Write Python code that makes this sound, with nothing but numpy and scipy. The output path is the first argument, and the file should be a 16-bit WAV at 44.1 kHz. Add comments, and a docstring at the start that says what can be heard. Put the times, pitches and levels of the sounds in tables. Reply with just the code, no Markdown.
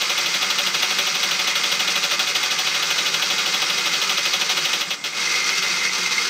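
"""A small electric motor drives the gears of a model crane built of bolted steel strips, in a small room. From
the start the motor hums faintly, random gear-tooth impacts rattle through the resonant frame, a loose plate
chatters near 2 kHz, and a shaft clacks once a turn, about twelve times a second, after soft grazes. Near five
seconds the clacks become irregular and the drive falters several times. The freed gears run on brighter, the
plate whines on two beating tones, and a few stray clacks, some faint and the last ones firmer, scatter over the
running gears. A low drone of the motor housing near 185 Hz and a faint hiss lie beneath throughout."""
import sys
import numpy as np
from scipy import signal
from scipy.fft import rfft, irfft
from scipy.io import wavfile
from scipy.ndimage import uniform_filter1d

SR = 44100
rng = np.random.default_rng(int(sys.argv[2]) if len(sys.argv) > 2 else 0)


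def bounce(signal):
    """Save signal as a 16-bit WAV file at the path given by the first command-line argument."""
    frames = np.transpose(np.atleast_2d(signal))
    limited = np.clip(frames, -1, 1)
    pcm = np.round(limited * 32767).astype(np.int16)
    wavfile.write(sys.argv[1], SR, pcm)


N = 277389

TIME = np.arange(N) / SR
SPAN = 2 ** 14  # samples in one impulse response
HZ = np.maximum(np.arange(SPAN // 2 + 1) * SR / SPAN, 1)

# Drive through the gears, faltering several times near five seconds. Each row: time in seconds,
# relative tooth rattle in dB.
GEAR_DRIVE = [(0, -21), (1.9, -20.5), (4.0, -20.5), (4.78, -21), (4.87, -29.5), (4.93, -25.5), (4.98, -35),
              (5.03, -36), (5.06, -23), (5.11, -28.5), (5.155, -26.5), (5.18, -21), (5.34, -20),
              (5.66, -20), (5.95, -20.5), (6.29, -19.5)]
# Resonances of the frame. Each row: frequency in Hz, width in Hz, lift for shaft blows in dB,
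# lift for tooth blows in dB.
FRAME_MODES = [(190, 90, 1, 10), (337, 52, 14, 6), (385, 18, 8, 3), (576, 60, 21, 4), (750, 85, 14.5, 5),
               (888, 70, 9.5, 4), (1185, 90, 5, 5), (1254, 44, 6, 4), (1325, 30, 9, 5), (1405, 37, 10, 6),
               (1495, 35, 4, 5), (2038, 38, 6, 6.5), (2088, 77, 0, 8), (2140, 30, 5, 8.5),
               (2197, 36, 10, 5), (2447, 52, 0, 5), (2515, 50, 7, 8.5), (2605, 80, 7, 3), (2807, 55, 7, 1),
               (2878, 50, 6, 3), (3025, 40, 8, 4), (3255, 85, 9.5, 3), (3346, 64, 5, 2), (3447, 76, 7, 0),
               (3715, 90, 6, 2), (3853, 60, 6, 4), (4315, 43, 0, 6), (4668, 61, 0, 5), (4930, 33, 0, 6),
               (5599, 45, 4, 2), (5840, 110, 4, 1)]
# Broad colour of the blows. Each row: frequency in Hz, relative shaft level in dB, relative tooth level in dB.
BLOW_COLOUR = [(110, -38.5, -36), (152, -10, -15.5), (246, -23.5, -18), (497, -9.5, -3.5), (598, -17, -16),
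               (1180, -4.5, -2), (1760, -1.5, -0.5), (2800, 2.5, -1), (4240, 4, 0.5), (4400, -4.5, 1.5),
               (6090, 1.5, 0.5), (7020, -14, -8), (9480, -18, -16.5), (11200, -29, -33),
               (12240, -12.5, -19.5), (16000, -17, -26.5)]
# Stereo width. Each row: frequency in Hz, relative level of side against mid in dB.
STEREO_WIDTH = [(100, -11), (170, -25.5), (700, -23.5), (1300, -54), (3300, -67), (5500, -58),
                (9000, -23.5), (11500, -1.5), (15000, -5)]
BENDING_DELAY_S = .003  # travel time along the strips at 1 kHz

# The loose plate takes a band of the frame's spectrum and follows a share of the drive's swing.
PLATE_HZ, PLATE_WIDTH_HZ = 2102, 316
PLATE_DB, PLATE_FOLLOWS, PLATE_WANDER_DB = -30, 0.59, 1.26  # PLATE_DB is relative
# Flares of the plate. Each row: centre in seconds, length in seconds, lift in dB.
PLATE_FLARES = [(1.527, 0.25, 3.5), (5.287, 0.3, 3.5), (5.855, 0.078, 6), (6.055, 0.052, 6),
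                (6.17, 0.077, 5.5)]
# Beating tones of the free-running plate. Each row: frequency in Hz, level against its chatter in dB.
WHINE_TONES = [(2086, -11), (2132, -10)]

# The gears run free of the shaft from FREE_S, and the plate then shakes harder.
FREE_S, FREE_LIFT_DB = 5.16, 2.5
# Resonances that sing out in the free run. Each row: frequency in Hz, width in Hz, relative level in dB.
FREE_MODES = [(2560, 270, -7.5), (4230, 200, -12), (4640, 120, -9), (5590, 110, -9), (6020, 420, -9)]
FREE_RING_DB, FREE_FADE_DB_PER_S, FREE_RISE_S = -27.5, 6.5, 0.094

# Shaft speed, held until the next row. Each row: start in seconds, speed in turns per second.
SHAFT_TURNS = [(0, 12.28), (0.59, 12.53), (0.9, 12.31), (1.8, 12.66), (2.9, 12.59)]
FIRST_CLACK_S, SHAFT_SLOWS_S = 0.0156, 4.85
CLACK_DB, CLACK_SPREAD_DB, CLACK_TREBLE_SPREAD_DB = -19.5, 0.93, 0.8
# Stray catches of the slowed shaft. Each row: start in seconds, level in dB, extra treble in dB.
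STRAY_CLACKS = [(4.9058, -20, -2), (5.0405, -23, 0), (5.126, -32.5, -6), (5.167, -31, -4), (5.251, -35, -6),
                (5.356, -26.5, 0), (5.497, -24, 2), (5.625, -24, 2)]
# Altered ringing until the shaft settles in its bearing. Each row: frequency in Hz, width in Hz, lift in dB.
UNSEATED_MODES = [(2425, 40, 9), (2490, 130, -3.5), (3070, 120, -2), (3010, 61, -11), (3880, 90, -2.5),
                  (5450, 150, -8)]
SEATED_S = 2.3
TAIL_DB = 1  # the ringing tail of a clack against its opening crack
# Resonances of the shaft grazing its stop. Each row: frequency in Hz, width in Hz, relative level in dB.
GRAZE_MODES = [(2490, 160, -7), (2946, 130, 0.5), (3926, 140, -1)]
GRAZE_DB = -30

# Motor speed. Each row: time in seconds, speed in turns per second.
MOTOR_SPEED = [(0, 166), (1.7, 214), (2.2, 150), (4.7, 176), (5.05, 140), (5.4, 182), (6.29, 180)]
# Motor hum. Each row: multiple of the turning rate, level in dB.
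MOTOR_HUM = [(1, -55.5), (2, -56), (3, -66.5), (5, -58)]

# Drone of the motor housing near 185 Hz, with low rumble and faint hiss. Each row: frequency in Hz, relative
# spectral density in dB per Hz.
BACKGROUND_SPECTRUM = [(20, -30), (45, -25), (70, -18.5), (108, -18), (145, -4), (185, 6), (260, -4.5), (400, -7),
                       (650, -3.5), (1200, 0), (3000, -18), (8000, -6), (11000, -48), (15000, -31)]
BACKGROUND_DB = -40.5
CUTOFF_HZ = 15600


def gear_train(turns):
    """Impact excitation: teeth shake the whole frame, while a loose plate chatters in bursts of its own."""
    rattle_db, = in_time(GEAR_DRIVE)
    gain = frame_gain(order=2)
    # the plate's share of the power; the rest belongs to the frame
    plate_share = 1 / (1 + (2 * (HZ - PLATE_HZ) / PLATE_WIDTH_HZ) ** 6)
    frame_part, plate_part = gain * np.sqrt(1 - plate_share), gain * np.sqrt(plate_share)
    teeth = tooth_blows(turns, per_s=1500, spread_db=2.5, lurch_db=1.78, mains_db=1.34, turn_db=0.5)
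    plate = tooth_blows(turns, per_s=900, spread_db=2.5, lurch_db=0.7, mains_db=1.5, turn_db=-3.0)
    rattle = steady(radiate(teeth, frame_part, direct_db=-5.5, t60=0.085, room_db=-14))
    chatter = steady(radiate(plate, plate_part, direct_db=6, t60=0.077, room_db=-35))
    plate_sound = chatter + plate_whine(waver_hz=6.17, waver_db=1.0)
    return from_db(rattle_db - 3.0) * rattle + from_db(plate_level(rattle_db) - 2.5) * plate_sound


def tooth_blows(turns, per_s, spread_db, lurch_db, mains_db, turn_db):
    """Random impacts modulated in force: by torque pulses of the supply and once in each motor turn."""
    hit = rng.random(N) < per_s / SR
    torque_db = mains_db * np.sin(2 * np.pi * 100 * TIME)
    turn_force_db = turn_db * np.sin(2 * np.pi * turns)
    force_db = spread_db * rng.standard_normal(N).clip(-2, 2) + lurch_db * drift(21)
    return hit * rng.choice([-1, 1], N) * from_db(force_db + torque_db + turn_force_db)


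def plate_level(rattle_db):
    """Forced response: the plate follows the drive, louder in the free run, and swells in short flares."""
    swing_db = rattle_db - np.median(rattle_db)
    driven_db = PLATE_DB + PLATE_FOLLOWS * swing_db + FREE_LIFT_DB * (TIME > FREE_S)
    flares_db = sum(lift_db * np.exp(-(2 * (TIME - s) / length) ** 2) for s, length, lift_db in PLATE_FLARES)
    return driven_db + flares_db + PLATE_WANDER_DB * drift(6.3)


def plate_whine(waver_hz, waver_db):
    """Beating: two close tones, each wavering in pitch and level, interfere once the gears run free."""
    tones = np.zeros(N)
    for hz, db in WHINE_TONES:
        level = from_db(db + waver_db * drift(9))
        cycles = np.cumsum(hz + waver_hz * drift(15.4)) / SR
        tones += level * np.sin(2 * np.pi * cycles)
    return np.sqrt(2) * tones * np.clip((TIME - FREE_S) / FREE_RISE_S, 0, 1)


def free_run(turns):
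    """Impacts on few resonances: freed of the shaft, the teeth skim and ring brighter, then slowly settle."""
    teeth = tooth_blows(turns, per_s=640, spread_db=2.5, lurch_db=6.0, mains_db=7.0, turn_db=2.5)
    since = np.maximum(TIME - FREE_S, 0)
    level = np.minimum(since / FREE_RISE_S, 1) * from_db(FREE_RING_DB - FREE_FADE_DB_PER_S * since)
    return level * steady(radiate(teeth, ring_gain(FREE_MODES), direct_db=2, t60=0.035, room_db=-25))


def clacks_in_time():
    """Periodic contact: one clack per full turn of the shaft, of about the same force, then the stray ones."""
    starts, speeds = np.transpose(SHAFT_TURNS)
    t = TIME[(TIME >= FIRST_CLACK_S) & (TIME < SHAFT_SLOWS_S)]
    turns = np.cumsum(speeds[np.searchsorted(starts, t) - 1]) / SR
    times = np.interp(np.arange(turns[-1]), turns, t)
    levels_db = rng.normal(CLACK_DB, CLACK_SPREAD_DB, len(times))
    trebles_db = rng.normal(0, CLACK_TREBLE_SPREAD_DB, len(times))
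    return [*zip(times, levels_db, trebles_db), *STRAY_CLACKS]


def shaft(catches, shift, mode_spread_db, bounce_db, bounce_s):
    """Modal excitation: crack, rebounds and ringing tail vary with the contact, so no two clacks ring alike."""
    crack = scatter(direct_db=-8, echo_s=.0003, t60=.05, room_db=-60, room_t60=.1)
    tail, other_tail, side = [scatter(direct_db=-25, echo_s=.004, t60=.115, room_db=-40, room_t60=.25)
                              for _ in range(3)]
    gain, width = frame_gain(order=1), from_db(at_hz(STEREO_WIDTH, HZ))
    left_right = np.sqrt(2) * width * side * [[1], [-1]]
    shapes = peaks_db([(hz, wide, 1) for hz, wide, *_ in FRAME_MODES])
    unseated_db = peaks_db(UNSEATED_MODES).sum(axis=0)
    out = np.zeros((2, N + SPAN))
    for s, level_db, treble_db in catches:
        colour_db = mode_spread_db * rng.standard_normal(len(FRAME_MODES)) @ shapes
        colour_db += unseated_db * (s < SEATED_S) + treble_db * np.minimum(HZ / 12000, 1)
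        # three light rebounds follow the first contact
        waits, forces = rng.random(size=(2, 3))
        rebounds_s = np.cumsum(bounce_s * (.5 + waits))
        taps = 1 + from_db(bounce_db) * forces @ np.exp(-2j * np.pi * np.outer(rebounds_s, HZ))
        # a shifted contact mixes two tails in a different proportion
        angle = shift * rng.standard_normal()
        body = crack + from_db(TAIL_DB) * (np.cos(angle) * tail + np.sin(angle) * other_tail)
        clack = irfft(taps * causal(gain * from_db(colour_db)) * (body + left_right))
        # the level is that of the clack's energy spread over a fiftieth of a second
        clack *= from_db(level_db) * np.sqrt(SR / 50) / np.linalg.norm(clack[0])
        start = int(s * SR)
        out[:, start:start + SPAN] += clack
    return cut_bass(out[:, :N])


def grazes(catches, lead_s):
    """Light contact: the steadily turning shaft skims the stop with three soft taps ahead of each catch."""
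    taps = np.zeros(N)
    for s, *_ in catches:
        if s < SHAFT_SLOWS_S:
            taps[((s - lead_s * rng.random(size=3)) * SR).astype(int)] += np.sqrt(SR / 150)
    return from_db(GRAZE_DB) * radiate(taps, ring_gain(GRAZE_MODES), direct_db=6, t60=0.034, room_db=-40)


def motor(turns, waver_db):
    """Rotating imbalance: the rotor hums at low multiples of its speed."""
    hum = np.zeros(N)
    for multiple, db in MOTOR_HUM:
        level = np.sqrt(2) * from_db(db + waver_db * drift(3.0))
        hum += level * np.sin(2 * np.pi * multiple * turns)
    return hum


def floor(side_db, swell_db):
    """Filtered noise: the motor housing's low drone and a faint hiss, gently swelling, with the blows' width
    widened by side_db."""
    hz = np.maximum(np.arange(N // 2 + 1) * SR / N, 1)
    gain = from_db(at_hz(BACKGROUND_SPECTRUM, hz))
    side_gain = gain * from_db(at_hz(STEREO_WIDTH, hz) + side_db)
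    mid, side = irfft(rfft(rng.standard_normal((2, N))) * [gain, side_gain], N)
    return from_db(BACKGROUND_DB + swell_db * drift(12.0)) * np.array([mid + side, mid - side]) / np.std(mid)


def radiate(blows, gain, direct_db, t60, room_db):
    """Convolution: each blow rings through frame and room into two channels, alike over most of the range."""
    mid, side = [scatter(direct_db, echo_s=0.00054, t60=t60, room_db=room_db, room_t60=0.17) for _ in range(2)]
    mid = irfft(mid * causal(gain))
    side = irfft(side * causal(gain * from_db(at_hz(STEREO_WIDTH, HZ))))
    response = cut_bass(np.array([mid + side, mid - side]) / np.linalg.norm(mid))
    return signal.fftconvolve(blows[None], response, axes=1)[:, :N]


def scatter(direct_db, echo_s, t60, room_db, room_t60):
    """Multiple scattering: a direct click, then dense dispersed echoes from girders, table and walls."""
    t = np.arange(SPAN) / SR
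    fading = from_db(-60 * t / t60) + from_db(room_db - 60 * t / room_t60)
    echoes = rng.choice([-1, 1], SPAN) * fading * np.clip((t - echo_s) * SR, 0, 1)
    # bending waves are slower at low pitch, so the body of a blow follows its tick
    dispersion = np.exp(-4j * np.pi * BENDING_DELAY_S * np.sqrt(1000 * HZ))
    spectrum = rfft(echoes / np.linalg.norm(echoes)) * dispersion + from_db(direct_db)
    # the echoes add fine ripple but no broad colour of their own
    return spectrum * causal(uniform_filter1d(np.abs(spectrum) ** 2, size=21) ** -.5)


def cut_bass(x):
    """Radiation efficiency: so small a body radiates almost no bass."""
    return signal.sosfilt(signal.butter(3, 95, "high", fs=SR, output="sos"), x)


def frame_gain(order):
    """Modal superposition: broad colour plus the frame's resonances, for the shaft (1) or the teeth (2)."""
    return from_db(at_hz(BLOW_COLOUR, HZ, order=order) + peaks_db(FRAME_MODES, order=order + 1).sum(axis=0))


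def peaks_db(rows, order=2):
    """Resonance curves: the lift in dB that each mode adds at every frequency, one row per mode."""
    return np.array([row[order] / (1 + (2 * (HZ - row[0]) / row[1]) ** 2) for row in rows])


def ring_gain(rows):
    """Resonance curves summed as gains: a few modes standing alone."""
    return sum(from_db(db) / (1 + (2 * (HZ - hz) / width) ** 2) for hz, width, db in rows)


def causal(gain):
    """Minimum phase: with this gain, resonances ring after the blow, never before."""
    cepstrum = irfft(np.log(gain + 1e-6))[:SPAN // 2]
    return np.exp(rfft(np.r_[cepstrum[0], 2 * cepstrum[1:]], SPAN))


def steady(x):
    """Level normalization: unit power over a twelfth of a second; the faster grain stays."""
    return x / np.sqrt(uniform_filter1d(np.mean(x ** 2, axis=0), size=3600) + 1e-12)


def drift(rate):
    """Low-passed noise: a smooth random wander of unit rms, rolling off around rate in Hz."""
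    hz = np.arange(N // 2 + 1) * SR / N
    return rms_one(irfft(rfft(rng.standard_normal(N)) / (1 + (hz / rate) ** 2), N))


def rms_one(x):
    """Root mean square: scale to unit rms."""
    return x / np.sqrt(np.mean(x ** 2) + 1e-20)


def in_time(rows):
    """Linear interpolation: each column of a curve at every sample."""
    s, *columns = np.transpose(rows)
    return [np.interp(TIME, s, c) for c in columns]


def at_hz(rows, hz, order=1):
    """Logarithmic interpolation: one column of a spectrum, read on a log-frequency axis."""
    rows = np.array(rows)
    return np.interp(np.log(hz), np.log(rows[:, 0]), rows[:, order])


def from_db(db):
    """Decibel law: decibels to amplitude gain."""
    return 10 ** (np.asarray(db) / 20)


def scene():
    """Superposition: gears, shaft and motor sound together over a steady background of drone and hiss."""
    speed, = in_time(MOTOR_SPEED)
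    turns = np.cumsum(speed * (1 + 0.0066 * drift(6.0))) / SR
    gears = gear_train(turns) + free_run(turns)
    catches = clacks_in_time()
    clacks = shaft(catches, shift=.7, mode_spread_db=1.26, bounce_db=-10.5, bounce_s=.005)
    clacks = clacks + grazes(catches, lead_s=.007)
    return gears + clacks + motor(turns, waver_db=0.5) + floor(side_db=3.5, swell_db=1.1)


def record(dry):
    """Band limiting: a steep elliptic low-pass cuts the top."""
    return signal.sosfilt(signal.ellip(12, .1, 90, CUTOFF_HZ, fs=SR, output="sos"), dry)


dry = scene()
out = record(dry)
bounce(out)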